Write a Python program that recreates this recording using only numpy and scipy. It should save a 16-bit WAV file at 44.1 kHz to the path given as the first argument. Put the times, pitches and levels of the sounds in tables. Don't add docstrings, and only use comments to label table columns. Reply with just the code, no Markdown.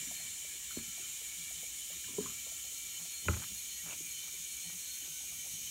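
import sys
import numpy as np
from scipy import signal
from scipy.fft import rfft, irfft
from scipy.io import wavfile

SR = 44100
rng = np.random.default_rng(int(sys.argv[2]) if len(sys.argv) > 2 else 0)


def unload_wav(signal):
    wavfile.write(
        sys.argv[1],
        SR,
        np.round(np.clip(np.atleast_2d(signal).T, -1, 1) * 32767).astype(np.int16),
    )


def magnitude_from_level(level_db):
    exponent = np.asarray(level_db, float) / 20
    return 10 ** exponent


N = 251370

# f/Hz, density/dB per Hz
HUM_COLOUR = [(22, -25), (40, 0), (60, -9), (110, -2.5), (200, -1), (280, -3.5), (400, -4.5), (700, -13),
              (800, -32), (1300, -6), (2500, -57)]
# f/Hz, width/Hz, level over hum/dB
DRONES = [(60.7, 17.4, 13.8), (680, 9.1, 4.9), (983, 16, 8.9)]
# t/s, floor rumble level/dB, duct tone level/dB
THUDS = [(0.0, -62, -64), (0.24, -62.5, -70), (0.78, -61, -75), (1.05, -70, -79), (1.4, -71, -62),
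         (1.6, -70, -64), (1.95, -73, -64), (2.1, -62.5, -75), (2.2, -59.5, -53), (2.28, -61, -68),
         (3.03, -83, -60.5), (3.3, -48.5, -58), (3.42, -70, -55.5), (3.52, -69, -63), (3.87, -62, -57),
         (4.03, -71, -60.5), (4.25, -76, -73), (4.41, -94, -66), (4.679, -71, -56.5), (4.75, -82, -59),
         (5.11, -85, -64), (5.36, -66.5, -87), (5.55, -64, -62), (5.68, -73, -73)]

# start t/s, level/dB, low f/Hz, high f/Hz, length/ms
SCUFFS = [(0.001, -63, 90, 396, 60), (0.76, -59, 910, 2200, 49), (2.085, -60, 94, 395, 200),
          (2.2, -60, 910, 2010, 113), (3.25, -54.5, 200, 1500, 17), (3.293, -56.5, 300, 3000, 160),
          (3.304, -57, 850, 2400, 12), (3.33, -47, 800, 2500, 21), (3.364, -48, 400, 2300, 10),
          (3.372, -62, 500, 2400, 9.5), (3.392, -63, 900, 2800, 12), (3.417, -51.5, 700, 2000, 16.5),
          (3.428, -50.5, 1000, 2500, 24), (3.835, -54.5, 400, 2200, 105), (3.893, -49, 2050, 2930, 60),
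          (3.905, -56, 300, 1800, 53), (4.22, -67.5, 300, 1400, 88), (4.69, -60, 300, 1700, 22),
          (4.72, -66, 300, 1400, 33), (5.045, -64, 300, 1200, 30), (5.066, -64, 300, 1600, 24),
          (5.46, -65, 300, 1600, 16), (2.45, -63.5, 400, 1100, 62), (2.93, -66.5, 400, 1700, 150),
          (5.43, -73, 200, 1000, 74)]
# t/s, peak level/dB, centre f/Hz, t60/s
TICKS = [(3.862, -59, 704, 0.057), (3.865, -69, 265, .1), (3.88, -55, 450, 0.061),
         (3.92, -47, 2650, 0.06), (4.004, -49, 340, 0.036), (4.275, -61, 1260, 0.057),
         (4.335, -60, 466, .09), (4.65, -64, 756, .1), (4.695, -59, 860, 0.045), (4.728, -63, 800, .05),
         (5.014, -64, 684, 0.06), (5.02, -60, 308, 0.12), (5.03, -57, 1700, .06), (5.07, -58, 1450, .06),
         (5.204, -58.5, 820, .06), (5.235, -62, 700, .05), (5.318, -58, 660, 0.039),
         (5.32, -62, 1160, .06), (5.345, -65, 1340, .06), (5.44, -59, 620, 0.064),
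         (5.46, -53, 600, 0.048), (0.068, -52.5, 205, 0.22), (0.873, -51, 170, 0.087),
         (0.99, -61, 326, 0.22)]
# t/s, peak level/dB, centre f/Hz, t60/s
SLOSH = [(0.11, -44.5, 650, 0.05), (0.195, -59.5, 696, 0.16), (0.443, -55, 570, 0.062),
         (0.532, -60, 392, 0.15), (0.533, -54, 1680, .06), (0.705, -53, 1370, 0.13),
         (0.977, -57, 706, 0.09), (1.018, -55.5, 1320, 0.11), (1.211, -59.5, 425, 0.091),
         (1.507, -59.5, 600, 0.075), (1.629, -52, 570, 0.063), (1.901, -53.5, 510, 0.08),
         (1.924, -57.5, 1150, 0.089), (1.955, -53.5, 300, 0.083), (2.038, -53, 1650, 0.057),
         (2.077, -56.5, 1060, 0.14), (2.086, -48, 280, 0.12), (2.206, -47, 1110, 0.037),
         (2.222, -51, 1630, 0.053), (2.258, -35, 1140, 0.027), (2.296, -58, 1268, 0.11),
         (2.465, -51.5, 533, 0.054), (2.515, -59, 616, 0.077), (2.643, -60.5, 624, 0.17),
         (2.719, -62, 460, 0.099), (2.994, -59, 850, 0.075), (3.049, -54, 685, 0.051),
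         (3.229, -67, 312, 0.1)]

# f/Hz, level/dB, t60/s
GULP_MODES = [(90, -6, 0.13), (151.7, -6, 0.25), (230.4, 3.5, 0.18), (300, 4, 0.06), (373, 9, 0.04),
              (470, -2, 0.04), (600, -4, 0.04), (1080, -12, .04), (1690, -3, 0.04)]
# f/Hz, level/dB, t60/s
POP_MODES = [(200, -4, 0.071), (265, -14, 0.06), (326, -5, 0.06), (416, 7.5, 0.062), (479, -11, 0.08),
             (540, -7, 0.051), (780, -17, 0.04), (984, -4.5, 0.03)]
# f/Hz, level/dB, t60/s
BACK_MODES = [(247, 5.5, 0.038), (450, -6, 0.033), (162, -16, 0.046)]
# f/Hz, level/dB, t60/s
BASE_MODES = [(81, -5, 0.24), (110, -6.5, 0.25), (155, -12, 0.11), (198, -7.5, 0.24), (265, -10, 0.055),
              (332, -9, 0.12), (398, -1, 0.024), (600, -3, 0.035), (63, -9.5, 0.35)]
# f/Hz, level/dB, t60/s
EDGE_MODES = [(850, -14, 0.11), (1033, -6.5, 0.043), (1283, 2.5, 0.034), (1376, 8.5, 0.012),
              (1700, -5, 0.012), (2200, -14, 0.011), (1500, 5.5, 0.017), (2030, -8, 0.031),
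              (2440, 2, 0.0096), (2900, -7, 0.012)]
# t/s, level/dB, contact cut f/Hz
GULP_BLOWS = [
    (0.7678, -42, 1490),
    (0.779, -50, 400),
]
# t/s, level/dB, contact cut f/Hz
POP_BLOWS = [
    (2.1826, -31.5, 1210),
]
# t/s, level/dB, contact cut f/Hz
BACK_BLOWS = [
    (2.2045, -39, 700),
    (2.2085, -40, 600),
    (2.243, -48, 400),
    (2.253, -45, 400),
]
# t/s, level/dB, contact cut f/Hz
BASE_BLOWS = [
    (3.26, -37, 200),
    (3.284, -26, 900),
    (3.296, -34, 704),
    (3.365, -47, 600),
    (3.40, -59, 400),
    (3.513, -50.5, 300),
]
# t/s, level/dB, contact cut f/Hz
EDGE_TAPS = [
    (3.2833, -25, 3500),
    (3.2862, -40, 3000),
    (3.309, -42, 1600),
    (3.366, -51, 2500),
    (3.423, -52, 3000),
    (3.436, -52.5, 4000),
]

SINGING_HZ = (3043, 4262, 1362, 1508, 2320, 1908, 1695)
SINGING_REST_DB = (-68, -70, -86, -103, -72, -83, -99)
# t/s, level/dB, half length/s
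LOW_FLARES = [(0.1, -64, 0.016), (0.19, -57, 0.016), (0.3, -62, .03), (0.43, -62, 0.02), (0.53, -72, .03),
              (0.72, -57, 0.022), (0.87, -58, 0.025), (1.05, -56, 0.019), (1.17, -71, 0.017),
              (1.28, -65, .03), (1.38, -61, 0.02), (1.56, -59, .025), (1.72, -59, 0.023),
              (1.84, -61, 0.042), (1.94, -58, 0.015), (2.07, -58, 0.033), (2.18, -57, .02),
              (2.3, -56, 0.025), (2.41, -63, .025), (2.54, -58, .02), (2.61, -59, 0.024),
              (2.71, -60, 0.027), (2.8, -64, 0.023), (2.97, -55, 0.017), (3.08, -65, 0.018),
              (3.17, -66, 0.013), (3.255, -51.5, 0.024), (3.5, -68, .04), (3.66, -62, .02),
              (3.73, -54.5, 0.02), (3.85, -63, .03), (3.99, -63, 0.027), (4.2, -57.5, 0.059),
              (4.38, -67, .02), (4.47, -63, .015), (4.55, -66, .03), (4.66, -56, 0.02), (4.9, -69, .03),
              (5.02, -54, 0.016), (5.12, -68, .03), (5.4, -68, 0.029), (5.55, -60, 0.027),
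              (5.65, -57.5, 0.036)]
# t/s, level/dB, half length/s
HIGH_FLARES = [(0.07, -72, .04), (0.2, -58, 0.035), (0.33, -59, 0.022), (0.55, -67, .025),
               (0.77, -58, 0.046), (0.94, -73, .03), (1.1, -74, 0.054), (1.75, -74, .05),
               (2.28, -65, 0.025), (2.47, -65, 0.03), (2.66, -60, 0.018), (2.77, -61, .025),
               (2.92, -62, 0.045), (3.03, -61, 0.015), (3.17, -54.5, 0.05), (3.31, -61, .02),
               (3.45, -66, 0.035), (3.58, -60, 0.023), (3.73, -54.5, 0.031), (4.05, -87, 0.059),
               (4.17, -60.5, 0.054), (4.33, -66, .02), (4.5, -60, 0.045), (4.66, -55, 0.022),
               (4.91, -55, 0.057), (5.26, -68, .02), (5.62, -66, 0.07)]
# t/s, level/dB, half length/s
HOSE_FLARES = [(0.92, -70.5, 0.061), (1.1, -77, 0.029), (1.35, -81, 0.074), (2.2, -82, 0.24),
               (2.8, -78, 0.46)]
# t/s, level/dB, half length/s
LATE_FLARES = [(4.3, -77.5, 0.39), (4.9, -75, 0.024), (5.15, -74, 0.088), (5.5, -79, 0.18)]
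# t/s, level/dB, half length/s
SPOKE_FLARES = [(0.05, -74, 0.036), (0.14, -80, 0.017), (0.28, -65, .035), (0.46, -59, .02),
                (1.0, -65, 0.03), (1.25, -67, 0.045), (1.45, -57.5, 0.042), (1.65, -58, 0.023),
                (1.92, -75, .02), (2.4, -63, 0.026), (2.84, -61, 0.033), (3.13, -61, 0.03),
                (3.42, -64, 0.028), (3.68, -68, .02), (3.92, -58.5, 0.033), (4.1, -58, 0.03),
                (4.27, -61, 0.033), (4.46, -64, 0.028), (4.56, -63, 0.04), (4.72, -58.5, 0.018),
                (5.4, -61, 0.055), (5.5, -76, .04)]
# t/s, level/dB, half length/s
HUB_FLARES = [(0.22, -72, 0.03), (3.8, -66.5, 0.035), (4.25, -77, 0.052), (4.7, -70, 0.039),
              (5.4, -69, 0.047), (5.55, -77, .05)]
# t/s, level/dB, half length/s
STEM_FLARES = [(0.3, -88, 0.027), (0.54, -69, 0.016), (0.68, -73, 0.1), (0.93, -76, .05),
               (4.85, -75, 0.045)]

# t/s, valve whistle f/Hz, level/dB
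JET = [
    (0.0, 7100, -40),
    (0.49, 7070, -42),
    (1.0, 6960, -41.5),
    (3.19, 6840, -42.5),
    (4.89, 6550, -43),
    (5.7, 6460, -43),
]
# f/Hz, density/dB per Hz
JET_COLOUR = [(700, -16), (1500, -17), (2000, -7.5), (2280, -3), (2620, -4.5), (3000, -3.5), (3800, -2),
              (4850, -3), (5800, -3.5), (7600, -1), (9800, 1), (10400, -4.5), (11300, -4.5), (15700, -4)]
# f/Hz, width/Hz, level over hiss/dB
WHEEL_MODES = [(1085, 8, 6), (1507, 6, 10), (1680, 15, 9), (1803, 20, 6), (1906, 6, 9), (2030, 6, 8),
               (2196, 31, 7), (2234, 10, 9), (2320, 6, 12), (2347, 10, 12), (2428, 10, 12), (2525, 6, 10),
               (2700, 42, 5), (2762, 10, 8), (2826, 10, 12), (2966, 26, 6), (3075, 25, 11), (3252, 6, 10),
               (3300, 6, 11), (3370, 15, 7), (3461, 10, 7), (3564, 20, 8), (3698, 6, 10), (3768, 20, 6),
               (3892, 31, 3), (3115, 20, 7), (4097, 6, 6), (5250, 40, 1), (5345, 20, 5), (2893, 15, 7),
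               (5561, 15, 7), (5787, 37, 7), (5820, 6, 15), (5916, 10, 7), (5992, 10, 5), (6094, 15, 9),
             (6218, 15, 6), (6282, 26, 6), (6352, 10, 8), (6481, 25, 3), (6578, 20, 6), (6655, 12, 4),
             (6705, 40, 7), (6853, 15, 5), (6918, 15, 6), (7020, 10, 8), (7192, 10, 7), (7246, 50, 2),
             (7300, 37, 3), (7343, 50, 2), (7397, 20, 4), (7596, 47, 2), (7747, 6, 12), (7870, 10, 8),
             (8048, 26, 4), (8306, 31, 5), (8500, 20, 5), (8753, 15, 4), (8802, 20, 5), (9259, 10, 3)]
# f/Hz, width/Hz, level over hiss/dB
CHUCK_MODES = [(8130, 120, 2), (8230, 40, 2), (8600, 120, 3), (8950, 100, 1), (9260, 60, 1), (9350, 80, 1),
               (9620, 80, 0), (9800, 250, 0), (10080, 40, 0), (10190, 50, 1), (10730, 70, 1),
               (10940, 50, 2), (11280, 250, 4), (11620, 150, 3), (12330, 400, 4), (13020, 150, 0),
               (13380, 100, 0), (13790, 150, 0), (14070, 90, 3), (14390, 100, 0), (14590, 100, 2),
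               (14700, 50, 3), (15020, 100, -1), (15220, 150, 0), (15550, 80, 2), (4170, 60, 1),
               (4700, 60, 0), (5400, 60, 1), (5960, 60, 2), (7795, 40, 2), (3025, 20, 8), (2150, 60, -1)]
# f/Hz, width/Hz, depth/dB
NULLS = [(2635, 60, 6), (4480, 200, 2), (2885, 40, 3), (1990, 60, 3), (4850, 130, 5), (5170, 80, 3),
         (9150, 120, 3), (9490, 90, 3), (10450, 160, 5), (12880, 120, 4), (13950, 90, 3), (14170, 80, 5),
         (14810, 130, 6), (15400, 150, 2)]
# f/Hz, trend/dB per s, waver/dB
ZONES = [(700, -.5, 1.0), (1700, -0.9, 1.2), (2570, 0.2, .7), (4000, 0.2, .8), (7040, 0.34, 0.3),
         (9650, 0.5, .8), (11000, 0.9, 1.2), (14000, 0.6, .4)]

# t/s, low f/Hz, high f/Hz, level/dB
SPLITS = [(0.592, 14500, 15900, -66), (0.755, 6200, 9000, -49), (0.94, 11700, 13800, -60),
          (2.102, 8200, 9700, -56), (3.03, 11000, 13100, -59), (3.495, 10300, 12500, -58),
          (3.635, 14500, 15900, -64)]


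def rms_one(x):
    return x / np.sqrt(np.mean(x ** 2) + 1e-20)


def lowpass(x, cut_hz):
    return signal.sosfilt(signal.butter(2, min(cut_hz, 0.45 * SR), fs=SR, output="sos"), x)


def band(x, low_hz, high_hz):
    return signal.sosfilt(signal.butter(2, [low_hz, min(high_hz, 0.45 * SR)], "band", fs=SR, output="sos"), x)


def drift(rate_hz):
    r = np.exp(-80 * np.pi * rate_hz / SR)
    slow = signal.lfilter([1], [1, -2 * r, r * r], rng.standard_normal(N // 40 + 2002))
    slow = rms_one(slow[2000:])
    return np.interp(np.arange(N) / 40, np.arange(len(slow)), slow)


def swell(start_s, length_s):
    share = (np.arange(N) / SR - start_s) / length_s
    return np.sin(np.pi * share) * (share > 0) * (share < 1)


def surges(times_s, levels_db, rest_db, rise_s, fall_s):
    lag_s = np.arange(0, N + 160, 160)[:, None] / SR - np.array(times_s)
    bells = np.exp(-0.5 * (lag_s / np.where(lag_s < 0, rise_s, fall_s)) ** 2) * magnitude_from_level(np.array(levels_db))
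    gain = magnitude_from_level(rest_db) + bells.sum(axis=1)
    return np.interp(np.arange(N) / 160, np.arange(len(lag_s)), gain)


def singing_noise(colour, modes, lift_db, ripple, ripple_t60_s):
    hz = np.maximum(np.arange(N // 2 + 1) * SR / N, 1)
    colour_hz, colour_db = np.transpose(colour)
    t = np.arange(SR // 2) / SR
    tail = rng.standard_normal(len(t)) * magnitude_from_level(-60 * t / ripple_t60_s)
    tail = tail / np.sqrt(np.sum(tail ** 2))
    depth = ripple / (1 + (hz / 18000) ** 2)
    diffuse = np.abs(1 + depth * rfft(tail, N)) ** 2 / (1 + ripple ** 2)
    peaks = sum(magnitude_from_level(db + lift_db) ** 2 / (1 + (2 * (hz - mode_hz) / width_hz) ** 2) ** 1.24
                for mode_hz, width_hz, db in modes)
    gain = magnitude_from_level(np.interp(np.log(hz), np.log(colour_hz), colour_db, left=-80))
    return irfft(rfft(rng.standard_normal(N)) * gain * np.sqrt(diffuse + peaks), N)


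def workshop():
    s, rumble_db, duct_db = np.transpose(THUDS)
    hum = rms_one(singing_noise(HUM_COLOUR, DRONES, lift_db=7.0, ripple=0.61, ripple_t60_s=0.39))
    hum = hum * magnitude_from_level(-65.5 + 0.094 * drift(27) + 0.1 * drift(23))
    rumble = rms_one(band(rng.standard_normal(N), 24, 190))
    rumble = rumble * surges(s, rumble_db, rest_db=-82.5, rise_s=0.037, fall_s=0.073)
    duct_hz = 170 + 6.17 * drift(6.5)
    duct = np.sqrt(2) * np.sin(2 * np.pi * np.cumsum(duct_hz) / SR)
    duct = duct * surges(s, duct_db, rest_db=-88, rise_s=0.017, fall_s=0.017)
    return hum + rumble + duct


def room(x):
    t60_s, level_db = 0.25, -22.5
    t = np.arange(SR // 2) / SR
    tail = band(rng.standard_normal(len(t)), 72, 1800) * magnitude_from_level(-60 * t / t60_s) * (t > 0.008)
    return magnitude_from_level(level_db) * signal.fftconvolve(x, tail / np.sqrt(np.sum(tail ** 2)))[:N]


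def scuffs():
    grit = rng.standard_normal(N) * magnitude_from_level(2.5 * drift(120) + 2.2 * drift(200))
    return sum(magnitude_from_level(db) * swell(s, length_ms / 1000) * rms_one(band(grit, low_hz, high_hz))
               for s, db, low_hz, high_hz, length_ms in SCUFFS)


def slosh_and_ticks():
    octaves, rise_s = 0.84, 0.0006
    puffs, span = SLOSH + TICKS, SR // 4
    out = np.zeros(N + SR)
    t = np.arange(span) / SR
    for s, db, hz, t60_s in puffs:
        spread = 2 ** (octaves / 2 * min(1, 520 / hz))
        low_hz, high_hz = hz / spread, hz * spread
        steep = band(band(rng.standard_normal(span), low_hz, high_hz), low_hz, high_hz)
        puff = rms_one(steep) * (1 - np.exp(-t / rise_s)) * magnitude_from_level(-60 * t / t60_s)
        start = round(s * SR)
        out[start:start + span] += magnitude_from_level(db + 0.5) * puff
    return out[:N]


def struck(blows, modes, rise_s):
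    out, span = np.zeros(N), SR // 2
    t = np.arange(span) / SR
    for s, db, cut_hz in blows:
        rings = np.zeros(span)
        for i, (hz, mode_db, t60_s) in enumerate(modes):
            luck_db = 1.5 * rng.standard_normal()
            rings += (-1) ** i * magnitude_from_level(mode_db + luck_db - 60 * t / t60_s) * np.sin(2 * np.pi * hz * t)
        start = round(s * SR)
        out[start:start + span] += magnitude_from_level(db) * lowpass(rings, cut_hz) * (1 - np.exp(-t / rise_s))
    return out


def jug_body():
    gulp = struck(GULP_BLOWS, GULP_MODES, rise_s=0.0018)
    pop = struck(POP_BLOWS, POP_MODES, rise_s=0.003)
    back = struck(BACK_BLOWS, BACK_MODES, rise_s=0.0018)
    landing = struck(BASE_BLOWS, BASE_MODES, rise_s=0.00018)
    return gulp + pop + back + landing


def jug_edge():
    return struck(EDGE_TAPS, EDGE_MODES, rise_s=0.00018)


def singing_wheel():
    out = np.zeros(N)
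    tables = (LOW_FLARES, HIGH_FLARES, HOSE_FLARES, LATE_FLARES, SPOKE_FLARES, HUB_FLARES, STEM_FLARES)
    for hz, rest_db, flares in zip(SINGING_HZ, SINGING_REST_DB, tables):
        s, db, half_s = np.transpose(flares)
        phase = 2 * np.pi * np.cumsum(hz * (1 + 0.002955 * drift(22.3))) / SR
        height = surges(s, db, rest_db, half_s, half_s) * magnitude_from_level(2.6 * drift(40))
        out += np.sqrt(2) * height * np.sin(phase)
    return out


def valve_whistle(x, centre_hz, width_hz):
    r, out, state = np.exp(-np.pi * width_hz / SR), np.zeros(N), np.zeros(2)
    b = np.array([1, 0, -1]) * (1 - r * r) / 2
    for i in range(0, N, 512):
        a = [1, -2 * r * np.cos(2 * np.pi * centre_hz[i] / SR), r * r]
        out[i:i + 512], state = signal.lfilter(b, a, x[i:i + 512], zi=state)
    return out


def filling_tire(hiss):
    hz = np.arange(N // 2 + 1) * SR / N + 1
    t = np.arange(N) / SR
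    spectrum = rfft(hiss)
    for null_hz, width_hz, depth_db in NULLS:
        spectrum = spectrum * magnitude_from_level(-depth_db / (1 + (2 * (hz - null_hz) / width_hz) ** 2))
    log_centres = np.log(np.array(ZONES)[:, 0])
    out = np.zeros(N)
    for pick, (_, slope_db, waver_db) in zip(np.eye(len(ZONES)), ZONES):
        share = np.interp(np.log(hz), log_centres, pick)
        out += irfft(spectrum * share, N) * magnitude_from_level(slope_db * (t - t.mean()) + waver_db * drift(7.8))
    return out


def air_jet():
    s, whistle_hz, jet_db = np.transpose(JET)
    t = np.arange(N) / SR
    modes = WHEEL_MODES + CHUCK_MODES
    hiss = singing_noise(JET_COLOUR, modes, lift_db=2.5, ripple=0.55, ripple_t60_s=0.3)
    hiss = hiss + magnitude_from_level(7.6) * valve_whistle(hiss, np.interp(t, s, whistle_hz), width_hz=530)
    level_db = np.interp(t, s, jet_db) - 0.65 + 0.15 * drift(26)
    return rms_one(filling_tire(hiss)) * magnitude_from_level(level_db)


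def scene():
    jug = jug_body() + slosh_and_ticks()
    edge = jug_edge()
    echo = room(jug + magnitude_from_level(-2.5) * edge)
    mono = workshop() + scuffs() + jug + edge + echo + singing_wheel() + air_jet()
    return np.array([mono, mono])


def top_cut(x):
    return signal.sosfilt(signal.butter(12, 16580, fs=SR, output="sos"), x)


def record(dry):
    low_cut_hz, top_cut_hz = 53.5, 15760
    white = rng.standard_normal(N)
    side = np.zeros(N)
    for s, low_hz, high_hz, db in SPLITS:
        hiss = band(band(white, low_hz, high_hz), low_hz, high_hz)
        side += magnitude_from_level(db) * swell(s - 0.023, 0.045) * rms_one(hiss)
    x = dry + side * [[1], [-1]]
    x = signal.sosfilt(signal.butter(4, low_cut_hz, "high", fs=SR, output="sos"), x)
    x = signal.sosfilt(signal.ellip(14, 0.3, 80, top_cut_hz, fs=SR, output="sos"), x)
    return top_cut(x)


dry = scene()
out = record(dry)
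unload_wav(out)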